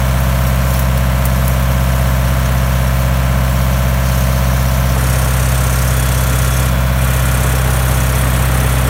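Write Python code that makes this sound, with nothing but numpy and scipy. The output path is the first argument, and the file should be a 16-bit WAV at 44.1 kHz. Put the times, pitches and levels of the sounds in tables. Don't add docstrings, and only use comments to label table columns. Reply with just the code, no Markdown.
import sys
import numpy as np
from scipy import signal
from scipy.fft import rfft, irfft
from scipy.io import wavfile
from scipy.ndimage import uniform_filter1d

SR = 44100
rng = np.random.default_rng(int(sys.argv[2]) if len(sys.argv) > 2 else 0)


def waveform_to_disk(signal):
    frames = np.transpose(np.atleast_2d(signal))
    scaled = np.clip(frames, -1, 1) * 32767
    samples = np.round(scaled).astype(np.int16)
    wavfile.write(sys.argv[1], SR, samples)


N = 392049
TIME, BINS = np.arange(N) / SR, np.fft.rfftfreq(N, 1 / SR)

FREE_HZ, LOADED_HZ = 64.731, 64.03
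KNIFE_PASSES = 2.083
FLYWHEEL_S = .15
BITE_S = .08
PIPE_S = .0237
THROW_S = .019
EDGE_HZ = 15800


def gain_of(db):
    return 10 ** (np.asarray(db) / 20)


def evened(x):
    return x / np.sqrt(np.mean(abs(x) ** 2) + 1e-20)


def read(points, hz):
    f, db = np.transpose(points)
    return gain_of(np.interp(np.log(hz + 1), np.log(f), db))


def coloured(x, points):
    return irfft(rfft(x) * read(points, BINS), N)


def drift(hz):
    lowpass = np.exp(-(BINS / hz) ** 2)
    return evened(irfft(rfft(rng.standard_normal(N)) * lowpass, N))


def strokes(turns, rise, fall, base):
    part = turns % 1
    shape = (1 - np.exp(-part / rise)) ** 2 * np.exp(-part / fall)
    return evened(base + shape / shape.max())


def grains(per_s, spread_db):
    size = gain_of(spread_db * np.minimum(rng.exponential(1, N), 4))
    strikes = rng.random(N) < per_s / SR
    return evened(size * rng.choice([-1, 1], N) * strikes)


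def spells(rows, ramp_s):
    return np.array([
        np.clip(np.minimum(TIME - start, end - TIME) / ramp_s, 0, 1) for start, end, *_ in rows
    ])


def firing_rate(strain):
    keep = np.exp(-1 / (FLYWHEEL_S * SR))
    smooth_strain = signal.lfilter([1 - keep], [1, -keep], strain)
    return FREE_HZ - (FREE_HZ - LOADED_HZ) * smooth_strain


EXHAUST_LINES = [(3, -47, -47), (4, -15.1, -15.7), (5, -45, -44), (6, -39, -37), (7, -29, -29),
                 (8, -18, -17.5), (9, -41, -43), (10, -40, -35), (11, -27.5, -31), (12, -31, -36),
                 (13, -37, -41), (14, -41, -40), (15, -35, -37), (17, -46, -45), (19, -42, -41)]


def exhaust(cycle, load, pipe_lag=.615, smear=-.0174, waver=.018, wobble=.16):
    out = np.zeros(N)
    unsteady = wobble * drift(9.2)
    for order, free_db, loaded_db in EXHAUST_LINES:
        weak = order % 4 > 0
        turns = order * cycle + pipe_lag + weak * smear * order ** 2
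        angle = 2 * np.pi * turns + weak * unsteady
        out += gain_of(free_db + (loaded_db - free_db) * load) * np.cos(angle)
    return np.sqrt(2) * out * (1 + waver * drift(17.4))


CLATTER_FREE_SPECTRUM = [(200, -51), (370, -58), (450, -48.5), (620, -42), (800, -49), (1000, -43.5),
                         (1300, -48.5), (1700, -49.5), (2200, -55.5), (3200, -58), (4500, -66)]
CLATTER_LOADED_SPECTRUM = [(200, -49), (370, -54), (470, -46.5), (620, -43.5), (800, -49), (1000, -47),
                           (1400, -45.5), (1700, -48.5), (2200, -53.5), (3200, -58.5), (4500, -66)]
WHINE_LINES = [(32, -42, -38), (33, -43, -37), (34, -33, -46), (39, -36, -38), (41, -36, -39),
               (42, -39, -45), (43, -39, -48), (59, -41, -45), (61, -41, -44), (64, -39, -41),
               (65, -40, -47), (68, -42, -38), (80, -46, -41), (83, -39, -48), (86, -47, -39),
               (96, -41, -46), (106, -43, -42), (115, -52, -44), (140, -44, -56)]


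def clatter(cycle, knock, spectrum, whines, count=6):
    size = len(knock)
    place, order = np.arange(size) / size, np.arange(size // 2 + 1)
    strength = read(spectrum, order * FREE_HZ / 4)
    strength *= np.sqrt(rng.gamma(2, 1 / 2, len(order)))
    strength[[0, 1, 2] + [row[0] for row in EXHAUST_LINES]] = 0
    strength[[row[0] for row in WHINE_LINES]] = gain_of(whines)
    firings = strokes(4 * place, rise=0.1525, fall=0.353, base=1.188)
    for _ in range(count):
        loudness = np.sqrt(uniform_filter1d(knock ** 2, size=200, mode="wrap"))
        phase = np.angle(rfft(knock / loudness * firings))
        knock = irfft(strength * np.exp(1j * phase))
    return np.interp(cycle, place, knock * size / np.sqrt(2), period=1)


ROAR_SPECTRUM = [(22, -84), (40, -70.5), (72, -60), (120, -54.5), (185, -52), (265, -61.5), (370, -69),
                 (480, -62.5), (620, -58), (800, -63), (1200, -61), (2100, -64), (3200, -68), (5000, -76.5)]


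def roar(cycle):
    puffs = strokes(4 * cycle, rise=0.144, fall=.35, base=5.2)
    return coloured(rng.standard_normal(N) * puffs, ROAR_SPECTRUM) * np.sqrt(SR / 2)


def tumbled(x, coarse_db, patchy_db=2.5, rasp_hz=5500, rasp_width_hz=2000):
    hz, s, z = signal.stft(x, SR, nperseg=512, noverlap=384)
    patches = uniform_filter1d(rng.standard_normal(z.shape), size=6, axis=0)
    patches = evened(uniform_filter1d(patches, size=7, axis=1))
    rasp_band = np.exp(-((hz[:, None] - rasp_hz) / rasp_width_hz) ** 2)
    rasp = rasp_band * np.interp(s, TIME, coarse_db)
    return signal.istft(z * gain_of(patchy_db * patches + rasp), SR, nperseg=512, noverlap=384)[1][:N]


LEAF_SPECTRUM = [(2000, -14.5), (3500, -4), (6000, 2), (7600, -5), (9500, -2), (12500, 1), (14500, 0),
                 (15800, 0)]
CHIP_SPECTRUM = [(2000, -11), (4000, -7.5), (6200, 1.5), (7300, -2), (9200, 2.5), (11500, -1.5), (13000, 0),
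                 (15800, -7)]
SPRIG_SPELLS = [(-0.1, 0.62, -34.5, 0), (0.36, 0.53, -32, -3), (0.63, 0.86, -27.5, -3),
                (1.15, 3.1, -34.5, 0), (1.4, 1.6, -34, -2), (3.42, 4.05, -33.5, 0), (4.0, 5.0, -31, 1),
                (6.6, 7.05, -35.5, -1)]


def spray(knife, load, chip_flow, chip_rasp_db, litter_db=-33.8, sprig_ramp_s=.07, gust_db=0.69):
    leaf_pulse = strokes(knife, rise=0.14, fall=0.285, base=1.6)
    leaves = evened(coloured(grains(14000, spread_db=2.5), LEAF_SPECTRUM)) * leaf_pulse
    chip_pulse = strokes(knife, rise=0.162, fall=0.236, base=0.677)
    chips = evened(coloured(grains(16000, spread_db=1.9), CHIP_SPECTRUM)) * chip_pulse
    _, _, hiss_db, rasp_db = np.transpose(SPRIG_SPELLS)
    passing = spells(SPRIG_SPELLS, sprig_ramp_s)
    leaf_power = gain_of(litter_db) ** 2 + gain_of(hiss_db) ** 2 @ passing
    leaf_flow = np.sqrt((1 - load) * leaf_power)
    stream = leaf_flow * leaves + chip_flow * chips
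    return gain_of(gust_db * drift(26)) * tumbled(stream, rasp_db @ passing + chip_rasp_db)


TWIG_SNAPS = [(.7386, -19, .04), (.793, -17, .06), (.9772, -18, .04), (1.2542, -10.5, .05),
              (1.4801, -8.5, .016), (1.4958, -20, .05)]
# frequency_hz [Hz], relative_level_db [dB]
SNAP_SPECTRUM = [(2000, -24.5), (4500, -16.5), (6000, -9), (9000, -3.5), (12500, 0.5), (15800, -0.5)]


def snaps(snap_db=2):
    envelope = np.zeros(N)
    for s, db, t60 in TWIG_SNAPS:
        age = np.maximum(TIME - s, 0)
        envelope += (TIME >= s) * gain_of(db - 60 * age / t60)
    return gain_of(snap_db) * coloured(envelope * rng.standard_normal(N), SNAP_SPECTRUM)


THUD_SPECTRUM = [(60, -19.5), (110, 0.5), (200, 5.5), (290, 2.5), (370, -5.5), (450, 1), (600, 0),
                 (800, -1.5), (1500, -12.5), (4000, -35)]
RATTLE_SPECTRUM = [(500, -21.5), (900, -4.5), (1400, -1.5), (2000, -2.5), (3000, -8.5), (4500, -14),
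                   (8000, -30.5)]


def cutting(knife, load, rattle, thud_db=-33, hum_db=-28):
    pulse = strokes(knife, rise=0.077, fall=0.29, base=1.14)
    blows = evened(coloured(rng.standard_normal(N) * pulse, THUD_SPECTRUM))
    hail = evened(coloured(grains(7000, spread_db=2), RATTLE_SPECTRUM))
    hum = np.sqrt(2) * np.cos(2 * np.pi * 3 * knife)
    return np.sqrt(load) * (gain_of(thud_db) * blows + gain_of(hum_db) * hum) + rattle * hail


HOUSING_MODES = [(285, 35, -3), (455, 55, -1), (562.7, 70, -2.5), (800, 118, 0), (1140, 146, -4)]
THICK_STRETCHES = [(4.85, 5.32, -33), (6.15, 6.85, -39), (7.3, 8.1, -31), (8.0, 8.55, -31.5),
                   (8.4, 9.2, -29)]


def knocking(knife, load, uneven_db=3, plain_db=-41, knot_ramp_s=.17):
    bite = np.floor(knife).astype(int)
    force = gain_of(uneven_db * np.clip(rng.standard_normal(N), -2, 2))[bite]
    pulse = strokes(knife, rise=.05, fall=0.265, base=0.335)
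    blows = force * pulse * rng.standard_normal(N)
    body = sum(
        gain_of(db) / np.sqrt(width) / (1 + 1j * (BINS - hz) / width) ** 2
        for hz, width, db in HOUSING_MODES
    )
    _, _, boom_db = np.transpose(THICK_STRETCHES)
    thick_power = gain_of(boom_db) ** 2 @ spells(THICK_STRETCHES, knot_ramp_s)
    power = gain_of(plain_db) ** 2 * load + thick_power
    return np.sqrt(power) * evened(irfft(rfft(blows) * body, N))


# [dB rms at full swell, before flutter]
SINGING_TONES = [(5.2, 6.1, 3540, -48.5), (5.85, 6.955, 3397, -38.5), (6.83, 9.4, 3397, -42.5),
                 (6.2, 7.73, 2400, -41), (6.5, 8.2, 1450, -36.5), (7.55, 9.2, 1845, -42.5),
                 (5.1, 7.61, 1378, -39.5)]


def singing(fade=0.264, wander_hz=5, flutter=0.26):
    out = np.zeros(N)
    for (_, _, hz, db), swell in zip(SINGING_TONES, spells(SINGING_TONES, fade)):
        turns = np.cumsum(hz + wander_hz * drift(25.03)) / SR
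        strength = gain_of(db) * np.sqrt(2 * swell) * (1 + flutter * drift(30))
        out += strength * np.sin(2 * np.pi * turns)
    return out


# two sticks, two branches and the butt of the last; chips_db before patches and gusts
# start_s [s], end_s [s], strain [0-1], rattle_db [dB], chips_db [dB], rasp_db [dB]
WOOD_FEED = [(2.27, 2.6, .58, -36, -39, 0), (4.03, 4.35, .2, -44, -34, 0),
             (4.92, 6.75, .98, -32.5, -26.1, 1), (6.95, 8.28, .96, -30.5, -26.2, -2.5),
             (8.2, 9.2, .95, -28.7, -27.1, -3)]


def scene():
    _, _, strains, rattle_db, chips_db, rasp_db = np.transpose(WOOD_FEED)
    feeding = spells(WOOD_FEED, BITE_S)
    strain = np.clip(strains @ feeding, 0, 1)
    load = strain ** 2
    cycle_hz = firing_rate(strain) / 4
    cycle = np.cumsum(cycle_hz) / SR
    knife = KNIFE_PASSES * cycle

    knock = rng.standard_normal(size=2048)
    _, free_db, loaded_db = np.transpose(WHINE_LINES)
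    free_block = clatter(cycle, knock, CLATTER_FREE_SPECTRUM, free_db)
    loaded_block = clatter(cycle, knock, CLATTER_LOADED_SPECTRUM, loaded_db)
    block = (1 - load) * free_block + load * loaded_block
    tractor = exhaust(cycle - PIPE_S * cycle_hz, load) + block + roar(cycle)

    rattle = gain_of(rattle_db) @ feeding
    chipper = cutting(knife, load, rattle) + knocking(knife, load) + singing()
    thrown_knife = knife - THROW_S * KNIFE_PASSES * cycle_hz
    thrown = spray(thrown_knife, load, gain_of(chips_db) @ feeding, rasp_db @ feeding)
    return (tractor + chipper + thrown + snaps())[None]


TREBLE_DIPS = [(4915, 247, 4.5), (10470, 256, 6)]


def record(dry):
    dips_db = sum(depth * np.exp(-((BINS - hz) / width) ** 2) for hz, width, depth in TREBLE_DIPS)
    heard = irfft(rfft(dry) * gain_of(-dips_db), N)
    lowpass = signal.firwin(511, EDGE_HZ, window=("kaiser", 9), fs=SR)
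    return signal.oaconvolve(heard, lowpass[None], "same")


dry = scene()
out = record(dry)
waveform_to_disk(out)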